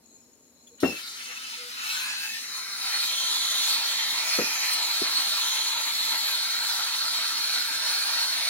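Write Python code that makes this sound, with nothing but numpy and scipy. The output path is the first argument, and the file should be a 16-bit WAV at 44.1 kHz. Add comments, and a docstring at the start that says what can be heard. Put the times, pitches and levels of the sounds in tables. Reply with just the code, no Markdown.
"""A soft singing of seeping gas over a faint workshop hum comes first, then light metal touches and hoots.
The valve opens and a gas hand torch lights with a pop and a squeal. Its flame hisses and roars in free air,
swings over the bench and settles on a copper elbow, where it roars louder, rings and pops again.
Shaped noise makes the gas, the flame and the room; sines make the squeal, the whistle, the hoots and the hum.
Pressure swings make the pops and struck modes the metal, all heard by a close pair of microphone ports."""
import sys
import numpy as np
from scipy import signal
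from scipy.io import wavfile
from scipy.ndimage import uniform_filter1d

SR = 44100
rng = np.random.default_rng(int(sys.argv[2]) if len(sys.argv) > 2 else 0)


def dump(signal):
    """Clip the signal to [-1, 1] and save it as 16-bit WAV at the path in sys.argv[1]."""
    limited = np.clip(np.atleast_2d(signal).T, -1, 1)
    pcm = np.round(limited * 32767).astype(np.int16)
    wavfile.write(sys.argv[1], SR, pcm)


N = 374409
TIME = np.arange(N) / SR
# noise is coloured in short overlapping frames, a quarter frame apart
FRAME = 2048
HOP = FRAME // 4
FRAME_S = np.arange(int(np.ceil(4 * N / FRAME)) + 1) * FRAME / 4 / SR
BIN_HZ = np.maximum(np.arange(FRAME // 2 + 1) * SR / FRAME, 1)[:, None]


def undb(db):
    """Turn decibels into a gain."""
    return 10 ** (np.asarray(db) / 20)


def unit(x):
    """Scale to rms 1."""
    return x / np.sqrt(np.mean(x ** 2))


def curves(table, at=TIME):
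    """Join the columns of a table by straight lines in time."""
    s, *columns = np.transpose(table)
    return [np.interp(at, s, column) for column in columns]


def over_hz(points):
    """Join points by straight lines on a log-frequency axis."""
    hz, value = np.transpose(points)
    return np.interp(np.log(BIN_HZ), np.log(hz), value)


def bell(hz, width_hz):
    """A smooth hump of height 1 on the frequency axis."""
    return np.exp(-.5 * ((BIN_HZ - hz) / width_hz) ** 2)


def resonances(modes, ratio=1):
    """Gain of a set of steep-sided resonances, all detuned by one ratio."""
    power = 0
    for hz, width_hz, db in modes:
        peak = undb(db) / (1 + ((BIN_HZ - hz * ratio) / width_hz) ** 2)
        power = power + peak ** 2
    return np.sqrt(power)


def walk(rate):
    """A random wander of rms near 1: levels held for 1 / rate s, then smoothed twice."""
    hold = max(int(SR / rate), 2)
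    steps = np.repeat(rng.standard_normal(N // hold + 1), hold)
    smooth = uniform_filter1d(uniform_filter1d(steps, hold), hold)
    return unit(smooth[:N])


def rise(start_s, length_s, at=TIME):
    """A smooth step from 0 to 1."""
    return np.sin(np.pi / 2 * np.clip((at - start_s) / length_s, 0, 1)) ** 2


def held(start_s, end_s, fade_s, at=TIME):
    """Fade in around the start, hold at 1, fade out around the end."""
    return rise(start_s - fade_s / 2, fade_s, at) - rise(end_s - fade_s / 2, fade_s, at)


def fade(t60):
    """Die away exponentially from time zero, by 60 dB in t60 s."""
    return np.exp(-np.log(1000) * np.minimum(TIME / t60, 10))


def ring(modes):
    """Damped sines struck at time zero."""
    return sum(undb(db) * fade(t60) * np.sin(2 * np.pi * hz * TIME) for hz, db, t60 in modes)


def place(x, s, pan_db=0, lag_s=0):
    """Start a sound at s, leaning left and reaching the right port late."""
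    left, right = np.broadcast_to(x, (2, N))
    left = undb(pan_db / 2) * np.interp(TIME - s, TIME, left, left=0)
    right = undb(-pan_db / 2) * np.interp(TIME - s - lag_s, TIME, right, left=0)
    return np.array([left, right])


# how far the left port leads the right: f/Hz, phase/radians
PORT_PHASE = [(20, 0), (500, 0.15), (1000, 0.45), (1300, 0.85), (1600, 0.5), (1850, 1.5), (2050, 0.3),
              (2330, 0.3), (2520, 3.1), (2800, 1.7), (3200, 0.8), (3500, 1.7), (4200, 1.9), (5000, 2.8),
              (7500, 3.2), (9000, 4.6), (12000, 5.3), (16000, 6.5)]
# how alike the two ports hear a sound: f/Hz, likeness/0-1
PORT_LIKENESS = [(40, 0.34), (250, 0.82), (550, 0.62), (800, 0.73), (1050, 0.55), (1350, 0.68), (1800, 0.4),
                 (2400, 0.27), (2900, 0.27), (3400, 0.57), (4200, 0.82), (5000, 0.6), (7000, 0.36),
                 (8000, 0.52), (11500, 0.22), (16000, 0.15)]
# how much louder the left port is than the right: f/Hz, level/dB
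PORT_BALANCE = [(60, 2), (110, -2), (200, 2), (380, 2.5), (700, 2.5), (1290, 1.5), (1700, 2.5), (2050, 3.5),
                (2500, -2.5), (3000, 2), (4400, -1), (6000, 0.5), (8120, 5), (10300, 5), (12300, 12),
                (14500, 6.5)]
# fully aside, the right port hears it later, less alike and with its top shaded
ASIDE_LAG_S, ASIDE_BLUR = 0.0003, 0.45
SHADE_DB, SHADE_HZ, SHADE_WIDTH_HZ = 10, 13500, 2200


def turbulence(gain, aside=0):
    """Noise of a moving colour, rms 1 in the mean of two ports that hear it partly alike."""
    noise = rng.standard_normal((2, N))
    direct, scattered = signal.stft(noise, nperseg=FRAME, noverlap=FRAME - HOP)[2]
    alike = np.clip(over_hz(PORT_LIKENESS) * (1 - ASIDE_BLUR * aside), 0, .99)
    phase = over_hz(PORT_PHASE) + 2 * np.pi * BIN_HZ * ASIDE_LAG_S * aside
    shade_db = SHADE_DB * aside * bell(SHADE_HZ, SHADE_WIDTH_HZ)
    lean = undb((over_hz(PORT_BALANCE) + shade_db) / 2)
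    left = direct * lean
    right = (alike * direct * np.exp(-1j * phase) + np.sqrt(1 - alike ** 2) * scattered) / lean
    # even out each frame, and make the colour hold for the sum of the ports
    gain = gain / np.sqrt(np.sum(gain ** 2, axis=0))
    gain = gain / np.sqrt(1 + alike * np.cos(phase)) / undb(shade_db / 2)
    ports = np.array([left, right]) * gain
    x = signal.istft(ports, nperseg=FRAME, noverlap=FRAME - HOP)[1][:, :N]
    return x / np.std(x.mean(axis=0))


# colour of the room noise: f/Hz, level/dB (per Hz, relative)
SHOP_NOISE = [(25, -26), (75, -10.5), (180, -9), (240, 1), (340, -4.5), (480, -6), (800, -13.5),
              (1300, -19.5), (3000, -24), (6000, -23.5), (12000, -22.5), (16000, -32)]
# steady tones of the hum: f/Hz, level/dB
HUM = [(75.4, -84.5), (150.7, -83), (242.2, -70.5), (425.3, -88), (931.3, -83)]


def workshop():
    """Low room noise under hum tones whose level and phase waver a little."""
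    hum = 0
    for hz, db in HUM:
        level = np.sqrt(2) * undb(db + 0.57 * walk(7.7))
        hum = hum + level * np.sin(2 * np.pi * hz * TIME + 0.4 * walk(8.9))
    return hum + turbulence(undb(over_hz(SHOP_NOISE))) * undb(-63 + 0.15 * walk(1.3))


# the torch is lit off to the side and swung to the middle: t/s, how far aside/0-1
ASIDE = [(0.8, 0.45), (1.15, 0.5), (1.45, 0.7), (1.75, 0.78), (1.95, 0.58), (2.1, 0.22), (2.3, 0.04),
         (2.8, 0)]


def swung():
    """How far to the side the torch is in each frame, 0-1."""
    return np.clip(curves(ASIDE, FRAME_S)[0], 0, 1)


def eddies(patchy_db, span_s=0.069, span_hz=110):
    """Swirls in the gas make neighbouring frequencies swell and sink for a moment."""
    field = rng.standard_normal((len(BIN_HZ), len(FRAME_S)))
    # smear the random field over frequency, then over time
    for axis, steps in enumerate([span_hz * FRAME / SR, span_s / FRAME_S[1]]):
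        hump = np.exp(-2 * (np.arange(-24, 25) / steps) ** 2)
        field = signal.fftconvolve(field, np.expand_dims(hump, 1 - axis), "same", axes=axis)
    return undb(patchy_db * unit(field))


# resonances of the cold burner under the seeping gas: f/Hz, width/Hz, level/dB (relative)
COLD_BURNER = [(2460, 90, -15), (4130, 100, -1.5), (5480, 120, -9.5), (6620, 64, -1), (6780, 40, 7),
               (7050, 200, -13), (7890, 80, -14), (8030, 64, -7)]
# loudness of the seeping gas: t/s, level/dB
SEEP_LEVEL = [(0, -84), (0.04, -62), (0.17, -61), (0.23, -66), (0.42, -68.5), (0.465, -60), (0.51, -68),
              (0.58, -65.5), (0.65, -60), (0.8, -61.5)]


def seep():
    """Before the flame, a trickle of gas sings softly in the resonances of the cold tube."""
    trickle = np.clip((0.81 - TIME) / .02, 0, 1)  # gone by 0.81 s
    colour = resonances(COLD_BURNER) * eddies(patchy_db=3.5, span_s=0.075, span_hz=450)
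    song = turbulence(colour, swung())
    level = undb(curves(SEEP_LEVEL)[0] + 1.4 * walk(38.8))
    return place(song * trickle * level, 0, pan_db=2.5)


# light metal touches: t/s, level/dB, brightness/dB per octave
TINKS = [(0.6696, -45.5, -27), (1.067, -52, 5), (1.423, -38, 21), (4.7302, -20.5, 7)]
# the ringing modes of the small metal parts: f/Hz, level/dB (relative), t60/s
TINK_MODES = [(3400, -13, 0.044), (8800, -13, 0.016), (8730, 16.5, 0.052), (10400, -22, .008),
              (12500, -19, .012), (15100, -3, .01)]
BRIGHT_PIVOT_HZ = 8800  # brightness tilts the sound around this frequency


def tinks():
    """Small metal parts brush each other: a short scrape sets off a few high modes."""
    out = 0
    for s, db, bright_db in TINKS:
        tilted = []
        for hz, mode_db, t60 in TINK_MODES:
            tilted.append((hz, mode_db + bright_db * np.log2(hz / BRIGHT_PIVOT_HZ), t60))
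        modes = ring(tilted)
        scrape = rng.standard_normal((2, N)) * fade(0.066)
        rung = signal.fftconvolve(scrape, modes[None, :SR // 4], axes=1)[:, :N]
        touch = rung / np.abs(rung).max() + 0.037 * scrape
        out = out + place(undb(db) * touch, s, pan_db=6.5)
    return out


# the handled metal slides as it touches: t/s, level/dB, swell/s, fade/s, brightness/dB per octave
BRUSHES = [(0.678, -61, 0.009, 0.024, -3), (4.736, -30.5, 0.038, 0.019, -3)]
# colour of the sliding metal: f/Hz, level/dB (per Hz, relative)
BRUSH_COLOUR = [(300, -44.5), (2500, -5), (7000, -8), (7900, -11), (8800, 4.5), (10000, -7), (11600, -4),
                (12800, -8), (15200, 2)]


def brushes():
    """Metal slides lightly over metal: a grainy, bright swish that swells and fades."""
    out = 0
    for s, db, swell_s, fade_s, bright_db in BRUSHES:
        colour = undb(over_hz(BRUSH_COLOUR) + bright_db * np.log2(BIN_HZ / BRIGHT_PIVOT_HZ))
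        distance = np.maximum((s - TIME) / swell_s, (TIME - s) / fade_s)
        envelope = np.exp(-np.minimum(distance, 20))
        out = out + turbulence(colour) * envelope * undb(db + 1.5 * walk(440))
    return out


# brief soft hoots: t/s, f/Hz, level/dB, half length/s
HOOTS = [(0.73, 468, -57.5, 0.02), (1.306, 496, -59, 0.022), (1.538, 930, -56, 0.017),
         (1.638, 490, -53, 0.061)]


def hoot():
    """A few brief, soft, hollow tones: sines under smooth humps, their phase wavering a little."""
    waver = .5 * walk(24.2)
    out = 0
    for s, hz, db, half_s in HOOTS:
        envelope = np.exp(-np.square(((TIME - s) / half_s) ** 2))
        out = out + np.sqrt(2) * undb(db) * envelope * np.sin(2 * np.pi * hz * TIME + waver)
    return out


# the flame settles on the elbow, and its sound goes over from free air to pipe
CONTACT_S, SETTLE_S = 2.55, 0.7


def settling(pair, at=TIME):
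    """Go over from the value in free air to the value on the pipe."""
    return pair[0] + (pair[1] - pair[0]) * rise(CONTACT_S, SETTLE_S, at)


# a surface close to the tip cuts a hollow into the sound (or fills it, below 0), helps or hinders
# the tube's ring, throws the roar back and shields the hiss:
# start t/s, end t/s, depth of the dip/dB, ring level/dB, roar level/dB, hiss level/dB
SURFACES = [(1.0, 1.187, 5, 8.5, -2, 1.5), (1.88, 2.067, 0, 8, 2.5, 1.5), (2.072, 2.333, 3, -9, 3.5, 1),
            (2.433, 2.8, 11.5, 3.5, -0.5, -2.5), (2.81, 3.03, 3.5, 6, 5.5, 3.5),
            (3.05, 3.75, -1.5, 1, -0.5, 2.5), (3.75, 4.154, -2, -0.5, 1, 0.5), (4.2, 4.697, 0, -4.5, 4, 1),
            (5.42, 5.985, -0.5, -0.5, -1, 0), (6.48, 8.7, 0.5, -1, 0.5, 0)]
SURFACE_FADE_S = 0.18


def nearby(at=TIME):
    """What close surfaces do to the flame over time, in dB: dip, ring, roar and hiss."""
    total = 0
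    for start, end, *effects_db in SURFACES:
        total = total + np.outer(effects_db, held(start, end, SURFACE_FADE_S, at))
    return total


# the path of the torch tip: t/s, distance travelled/m
TRAVEL = [(0.8, 0), (1.7, .12), (2.3, .4), (3, .5), (8.49, .6)]


def reflections(strength, count=14):
    """Early echoes off the clutter comb the sound; the comb slides as the tip travels."""
    travel_m, = curves(TRAVEL, FRAME_S)
    total = 1
    for delay_s, heading in rng.uniform([.003, -1], [.018, 1], (count, 2)):
        moving_s = delay_s + heading * travel_m / 343  # speed of sound in m/s
        comb = np.cos((2 * np.pi * BIN_HZ * moving_s).astype(np.float32))
        total = total + strength / np.sqrt(count) * comb
    return np.maximum(np.abs(total), .2)


# the echo off the work just beside the tip: t/s, extra path/m, relative strength/0-1
ECHO = [(2.3, .09, 0), (2.47, .06, .6), (3, .072, .7), (3.16, .109, 1), (3.28, .1, 1), (3.62, .104, 1),
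        (3.8, .071, .8), (3.97, .1, .7), (4.08, .097, .5), (4.22, .069, .6), (4.4, .059, .9),
        (4.68, .057, .9), (4.87, .092, .8), (5.02, .077, .6), (5.14, .082, .6), (5.27, .072, .8),
        (5.38, .084, .8), (5.47, .109, 1), (5.85, .091, 1), (6.35, .086, 1), (6.47, .072, .6),
        (6.65, .087, .8), (7, .072, .5), (7.17, .08, .7), (7.43, .064, .5), (7.64, .084, .6),
        (7.85, .071, .8), (8.49, .072, .8)]
ECHO_STRENGTH = 0.34  # of the direct sound, where the relative strength is 1


def close_echo():
    """One strong echo from beside the tip combs the sound; the comb sweeps as the hand moves."""
    detour_m, share = curves(ECHO, FRAME_S)
    echo = np.clip(share * ECHO_STRENGTH, 0, .9)
    return np.abs(1 + echo * np.exp(-2j * np.pi * BIN_HZ * detour_m / 343))


def glides(events, width_hz, fade_s):
    """Humps in the spectrum, in dB, that come, glide and go."""
    total = 0
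    for start, end, first, last, db in events:
        hz = np.interp(FRAME_S, [start, end], [first, last])
        total = total + db * held(start, end, fade_s, FRAME_S) * bell(hz, width_hz)
    return total


# colour of the roar in free air: f/Hz, level/dB (per Hz, relative)
FREE_ROAR = [(250, -37.5), (600, -24), (850, -11.5), (1100, -11.5), (1350, -3), (1700, 2.5), (2100, 4.5),
             (2500, 6.5), (3050, 15), (3500, -25), (4500, -29), (7000, -48)]
# colour of the roar on the pipe: f/Hz, level/dB (per Hz, relative)
PIPE_ROAR = [(150, -33), (310, -15.5), (520, -6.5), (660, -5.5), (780, -1.5), (950, 4.5), (1120, 1),
             (1380, -3.5), (1950, 1.5), (2400, 1.5), (2850, -3.5), (3300, -1.5), (4400, -18), (7000, -55)]
# resonances of the fitting and the bench under the flame: f/Hz, width/Hz, level/dB
FITTING = [(283, 48, 11.5), (462, 70, -7.5), (640, 12, 3), (1108, 28, -7.5), (1344, 87, 6.5), (2400, 60, 1),
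           (2880, 150, 0)]
# reflections off the bench and a passing arm lift or lower a gliding part of the roar:
# start t/s, end t/s, first f/Hz, last f/Hz, level/dB
LIFTS = [(0.8, 1.85, 1356, 1340, 6), (1.35, 1.58, 3080, 3030, 5.5), (1.8, 2.2, 750, 1130, 8),
         (1.85, 2.38, 1380, 1780, 11.5), (2.45, 3.05, 1280, 1350, 6), (2.45, 2.9, 960, 900, 1),
         (2.76, 3.08, 740, 770, 2.5), (3.9, 4.15, 1860, 1880, 7), (4.25, 4.72, 2420, 2420, 7.5),
         (4.3, 4.72, 2060, 1930, 3), (6.3, 8.7, 1475, 1550, 7.5), (6.6, 8.7, 1820, 1860, -1)]
# each pair: (in free air, on the pipe)
PIPE_SHARE = (0.44, 0.91)  # share of the roar coloured by the fitting, 0-1
ROAR_DB = (-6.5, -6.5)  # relative to the flame's loudness


def roar(bench):
    """Combustion noise, coloured more by the fitting once the flame rests on it."""
    on_pipe = np.clip(settling(PIPE_SHARE, FRAME_S), 0, 1)
    pipe_colour = over_hz(PIPE_ROAR) + sum(db * bell(hz, width) for hz, width, db in FITTING)
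    colour_db = on_pipe * pipe_colour + (1 - on_pipe) * over_hz(FREE_ROAR)
    colour_db = colour_db + glides(LIFTS, width_hz=132, fade_s=0.21)
    noise = turbulence(bench * eddies(patchy_db=2.13) * undb(colour_db), swung())
    _, _, thrown_db, _ = nearby()
    return noise * undb(settling(ROAR_DB) + thrown_db + 1.1 * walk(35))


# resonances of the hot burner tube and the fitting, as tuned on the pipe:
# f/Hz, width/Hz, level/dB (relative)
BURNER = [(3175, 72, -5.5), (3480, 40, -9.5), (3460, 50, -16.5), (3660, 36, -3), (3870, 81, -4),
          (4063, 115, -2), (4350, 70, -8), (4336, 71, -1)]
# the strongest tube mode whistles, its pitch following the heat: t/s, f/Hz
WHISTLE_PITCH = [(0.9, 4220), (2.7, 4170), (3.2, 4290), (4.25, 4340), (5.3, 4292), (5.85, 4298),
                 (6.4, 4322), (7.5, 4345), (8.49, 4340)]
# the whistle catches hard for a moment: start t/s, end t/s, level/dB
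WHISTLE_SURGES = [(4.335, 4.362, 9.4), (5.28, 5.346, 4)]
SURGE_FADE_S = 0.012
WHISTLE_WAVER, WHISTLE_JITTER = 0.0025, 0.003  # slow and fast wander, as shares of the pitch
WHISTLE_BURST_DB = 6
# each pair: (in free air, on the pipe); levels are relative to the flame's loudness
TUBE_DB, WHISTLE_DB = (-10, -3), (-12.5, -8)
TUBE_PITCH = (0.975, 1)  # the burner's pitch ratio rises with heat


def tube(bench):
    """The burner tube rings in fits; its strongest mode whistles in short uneven bursts."""
    pitch = settling(TUBE_PITCH, FRAME_S)
    colour = bench * close_echo() * eddies(patchy_db=2.5) * resonances(BURNER, pitch)
    _, ring_db, _, _ = nearby()
    body = turbulence(colour, swung()) * undb(settling(TUBE_DB) + ring_db + 0.65 * walk(45))
    hz = curves(WHISTLE_PITCH)[0] * (1 + WHISTLE_WAVER * walk(25) + WHISTLE_JITTER * walk(300))
    surge_db = sum(db * held(start, end, SURGE_FADE_S) for start, end, db in WHISTLE_SURGES)
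    burst_db = WHISTLE_BURST_DB * np.tanh(walk(40))
    tone = np.sqrt(2) * np.sin(2 * np.pi * np.cumsum(hz) / SR)
    whistle = tone * undb(settling(WHISTLE_DB) + surge_db + burst_db)
    return body + place(whistle, 0, lag_s=.00007)


# colour of the jet's hiss: f/Hz, level/dB (per Hz, relative)
HISS = [(2000, -29), (3500, 3), (4600, 1.5), (5200, 1), (5850, 0.5), (6900, 0.5), (7750, -6.5),
        (9300, -2.5), (10300, -4.5), (11600, -5), (12800, -10), (14500, -9.5), (16000, -8.5)]
# reflections off the fitting and the arm lift or hollow thin bands of the hiss:
# start t/s, end t/s, first f/Hz, last f/Hz, level/dB
HISS_LIFTS = [(1.0, 1.18, 4800, 4700, 10), (2.55, 3.0, 9150, 9400, 5.5), (4.3, 4.74, 3800, 3650, -9),
              (4.38, 4.92, 11500, 11900, 3), (5.75, 6.42, 11300, 11600, 5)]
# the top of the hiss dulls briefly while the torch swings: start t/s, end t/s, level/dB
DULL_SPELLS = [(1.094, 1.84, -5), (2.077, 2.174, -10), (2.547, 2.9, -0.5)]
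DULL_HZ, DULL_WIDTH_HZ, DULL_FADE_S = 13700, 3100, 0.059
# the valve opens with a spurt of gas
VALVE_S, VALVE_OPEN_S, SPURT_DB, SPURT_DECAY_S = 0.801, 0.002, 2, 0.25
HISS_DB = (-3, -4)  # relative to the flame's loudness: (in free air, on the pipe)


def hiss(bench):
    """The jet hisses from the moment the valve opens, a little harder at first."""
    dull_db = sum(db * held(start, end, DULL_FADE_S, FRAME_S) for start, end, db in DULL_SPELLS)
    colour_db = over_hz(HISS) + dull_db * bell(DULL_HZ, DULL_WIDTH_HZ)
    colour_db = colour_db + glides(HISS_LIFTS, width_hz=230, fade_s=0.2)
    colour = undb(colour_db) * eddies(patchy_db=2.0, span_s=0.027, span_hz=210)
    noise = turbulence(bench * close_echo() * colour, swung())
    spurt_db = SPURT_DB * np.exp(-np.maximum(TIME - VALVE_S, 0) / SPURT_DECAY_S)
    _, _, _, shield_db = nearby()
    level = undb(settling(HISS_DB) + spurt_db + shield_db + 0.53 * walk(32))
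    return noise * level * rise(VALVE_S, VALVE_OPEN_S)


# loudness of the flame as the torch is swung about and then held on the pipe: t/s, level/dB
FLAME = [(0.97, -41), (1.57, -39.5), (1.68, -41), (1.95, -34), (2.04, -36), (2.52, -37), (2.7, -36),
         (2.85, -37), (3.05, -32), (3.76, -30), (4.26, -31.5), (4.3, -31), (4.61, -31.5), (4.7, -29.5),
         (7.4, -31.5), (7.59, -30), (7.67, -32.5), (7.82, -30), (8.49, -30.5)]
DIP_HZ, DIP_WIDTH_HZ = 3130, 660
IGNITION_S, CATCH_S = 0.765, 0.1  # the flame takes hold
LEAN_DB = (0.5, -1.16)  # left minus right: (in free air, on the pipe)


def flame():
    """Roar, tube and hiss share one loudness, one flutter and the reflections of the bench."""
    level_db, = curves(FLAME)
    dip_db, _, _, _ = nearby(FRAME_S)
    hollow_shape = np.exp(-np.square(((BIN_HZ - DIP_HZ) / DIP_WIDTH_HZ) ** 2))
    bench = undb(-dip_db * hollow_shape) * reflections(strength=0.53)
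    burning = (roar(bench) + tube(bench)) * rise(IGNITION_S, CATCH_S)
    pan_db = settling(LEAN_DB)
    loudness = undb(level_db + 0.51 * walk(22) + np.array([pan_db, -pan_db]) / 2)
    return (burning + hiss(bench)) * loudness


# the squeal flares up again while the flame is in free air: start t/s, end t/s, level/dB
FLARES = [(0.866, 0.968, -41.5), (1.2, 1.596, -51.5), (1.783, 2.35, -43)]
FLARE_FADE_S, FLARE_FLICKER_DB = 0.13, 3.5
# lighting drives one mode of the tube: it swells, then dies away
SQUEAL_S, SQUEAL_ATTACK_S, SQUEAL_DB, SQUEAL_FALL_DB_PER_S = 0.826, 0.038, -33.5, 190
# it starts sharp, sags, and drifts on slowly downward
SQUEAL_HZ, SQUEAL_SHARP_HZ, SQUEAL_DRIFT_HZ_PER_S = 2642, 72, 22
SQUEAL_SAG_AT_S, SQUEAL_SAG_S, SQUEAL_FLUTTER_DB = 0.873, 0.032, 2
SQUEAL_RASP = (5370, 170, 0)  # a rough band about an octave up: f/Hz, width/Hz, level/dB


def squeal():
    """A tube mode sings as the flame catches, sags in pitch and comes back as an unsteady whistle."""
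    since_s = TIME - SQUEAL_S
    sharp_hz = SQUEAL_SHARP_HZ * (1 - rise(SQUEAL_SAG_AT_S, SQUEAL_SAG_S))
    hz = SQUEAL_HZ + sharp_hz - SQUEAL_DRIFT_HZ_PER_S * np.maximum(since_s, 0)
    phase = 2 * np.pi * np.cumsum(hz * (1 + 0.0061 * walk(250))) / SR
    fall_db = SQUEAL_FALL_DB_PER_S * np.clip(since_s - SQUEAL_ATTACK_S, 0, 1)
    envelope = rise(SQUEAL_S, SQUEAL_ATTACK_S) * undb(SQUEAL_DB - fall_db)
    flutter = unit(undb(SQUEAL_FLUTTER_DB * walk(200)))
    rasp = turbulence(resonances([SQUEAL_RASP]))
    overtone = rasp * rise(SQUEAL_S + SQUEAL_ATTACK_S / 2, SQUEAL_ATTACK_S)
    clean = envelope * (flutter * np.sqrt(2) * np.sin(phase) + undb(-14) * overtone)
    # the flares are narrow noise that follows the same pitch
    pitch = np.interp(FRAME_S, TIME, hz) / SQUEAL_HZ
    narrow = turbulence(resonances([(SQUEAL_HZ, 55, 0)], pitch))
    flares = sum(undb(db) * held(start, end, FLARE_FADE_S) for start, end, db in FLARES)
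    unsteady = flares * undb(FLARE_FLICKER_DB * walk(60)) * narrow
    return place(clean, 0, pan_db=15.0, lag_s=.00008) + unsteady


# pockets of gas go off: t/s, level/dB, half width of the pressure swing/s, bounce share/0-1,
# time between bounces/s, boom level/dB, room tail level/dB, tail t60/s, crack level/dB, low cut f/Hz
# (boom, tail and crack levels are relative to the pop's own level)
POPS = [(0.8338, -4.5, 0.00064, 0.3, 0.0028, -7, -14.5, 0.23, -19.5, 95),
        (4.3879, -17.5, 0.00051, 0.5, 0.004, -8.5, -10.5, 0.19, -7, 95),
        (4.398, -21, 0.0006, 0.5, 0.0039, -14, -15, 0.2, -22, 95),
        (5.0174, -26.5, 0.00064, 0.84, 0.00266, -8, -10, 0.11, -25, 150)]
# the bench and the air around it answer each pop: f/Hz, level/dB (relative), t60/s
BOOM = [(93, -27.5, 0.33), (178, -19, 0.22), (269, -7, 0.16), (318, -16, 0.17), (383, -16, 0.19),
        (557, -39.5, 0.13), (589, -15.5, 0.15), (707, -17.5, 0.14), (782, -22, 0.24), (1360, -20, 0.054),
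        (1850, -18, 0.08)]
# colour of the room tail: f/Hz, level/dB (per Hz, relative)
POP_TAIL = [(60, -16), (150, -18), (230, 0), (330, -1.5), (540, -5.5), (700, -15), (1050, -20),
            (1400, -20.5), (2400, -28.5), (4000, -60), (8000, -68)]
CRACK = (1100, 780, 0)  # the sharp edge of a pop: f/Hz, width/Hz, level/dB
# the flame front builds briefly, and the burning pocket sputters
POP_BUILD_S, POP_RAGGED_DB = 0.003, 2.5


def pops():
    """Each pop is a bouncing pressure swing (suck, push, suck) with a crack, a boom and a dull room tail."""
    out = 0
    boom = ring(BOOM) * (1 - fade(0.004))
    crack = turbulence(resonances([CRACK])) * fade(0.034)
    for s, db, width_s, bounce, gap_s, boom_db, tail_db, t60, crack_db, cut_hz in POPS:
        swing = 0
        for k in range(4):  # the swing itself, then three bounces off things close by
            u = (TIME - s - k * gap_s) / width_s
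            swing = swing + min(bounce, 1) ** k * (1 - u ** 2) * np.exp(-np.minimum(u ** 2, 100) / 2)
        tail = turbulence(undb(over_hz(POP_TAIL))) * undb(tail_db + POP_RAGGED_DB * walk(300))
        # the flame front builds for a few ms before the swing, and the room dies away after it
        build = np.exp(-np.abs(TIME - s) / POP_BUILD_S)
        tail = tail * np.where(TIME < s, build, np.interp(TIME - s, TIME, fade(t60)))
        answer = place(undb(boom_db) * boom, s + 0.00256, pan_db=3.0, lag_s=.0001)
        edge = place(undb(crack_db) * crack, s - width_s)
        pop = place(swing, 0, pan_db=1.5, lag_s=0.00038) + answer + tail + edge
        low_cut = signal.butter(2, cut_hz, "high", fs=SR, output="sos")
        out = out + undb(db) * signal.sosfilt(low_cut, pop)
    return out


def scene():
    """Everything on and around the bench."""
    before = workshop() + seep() + tinks() + brushes() + hoot()
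    return before + flame() + squeal() + pops()


TOP_HZ = 15850


def record(dry):
    """The recorder cuts the top with a steep low-pass filter."""
    top_cut = signal.ellip(12, .1, 80, TOP_HZ, fs=SR, output="sos")
    return signal.sosfilt(top_cut, dry)


dry = scene()
out = record(dry)
dump(out)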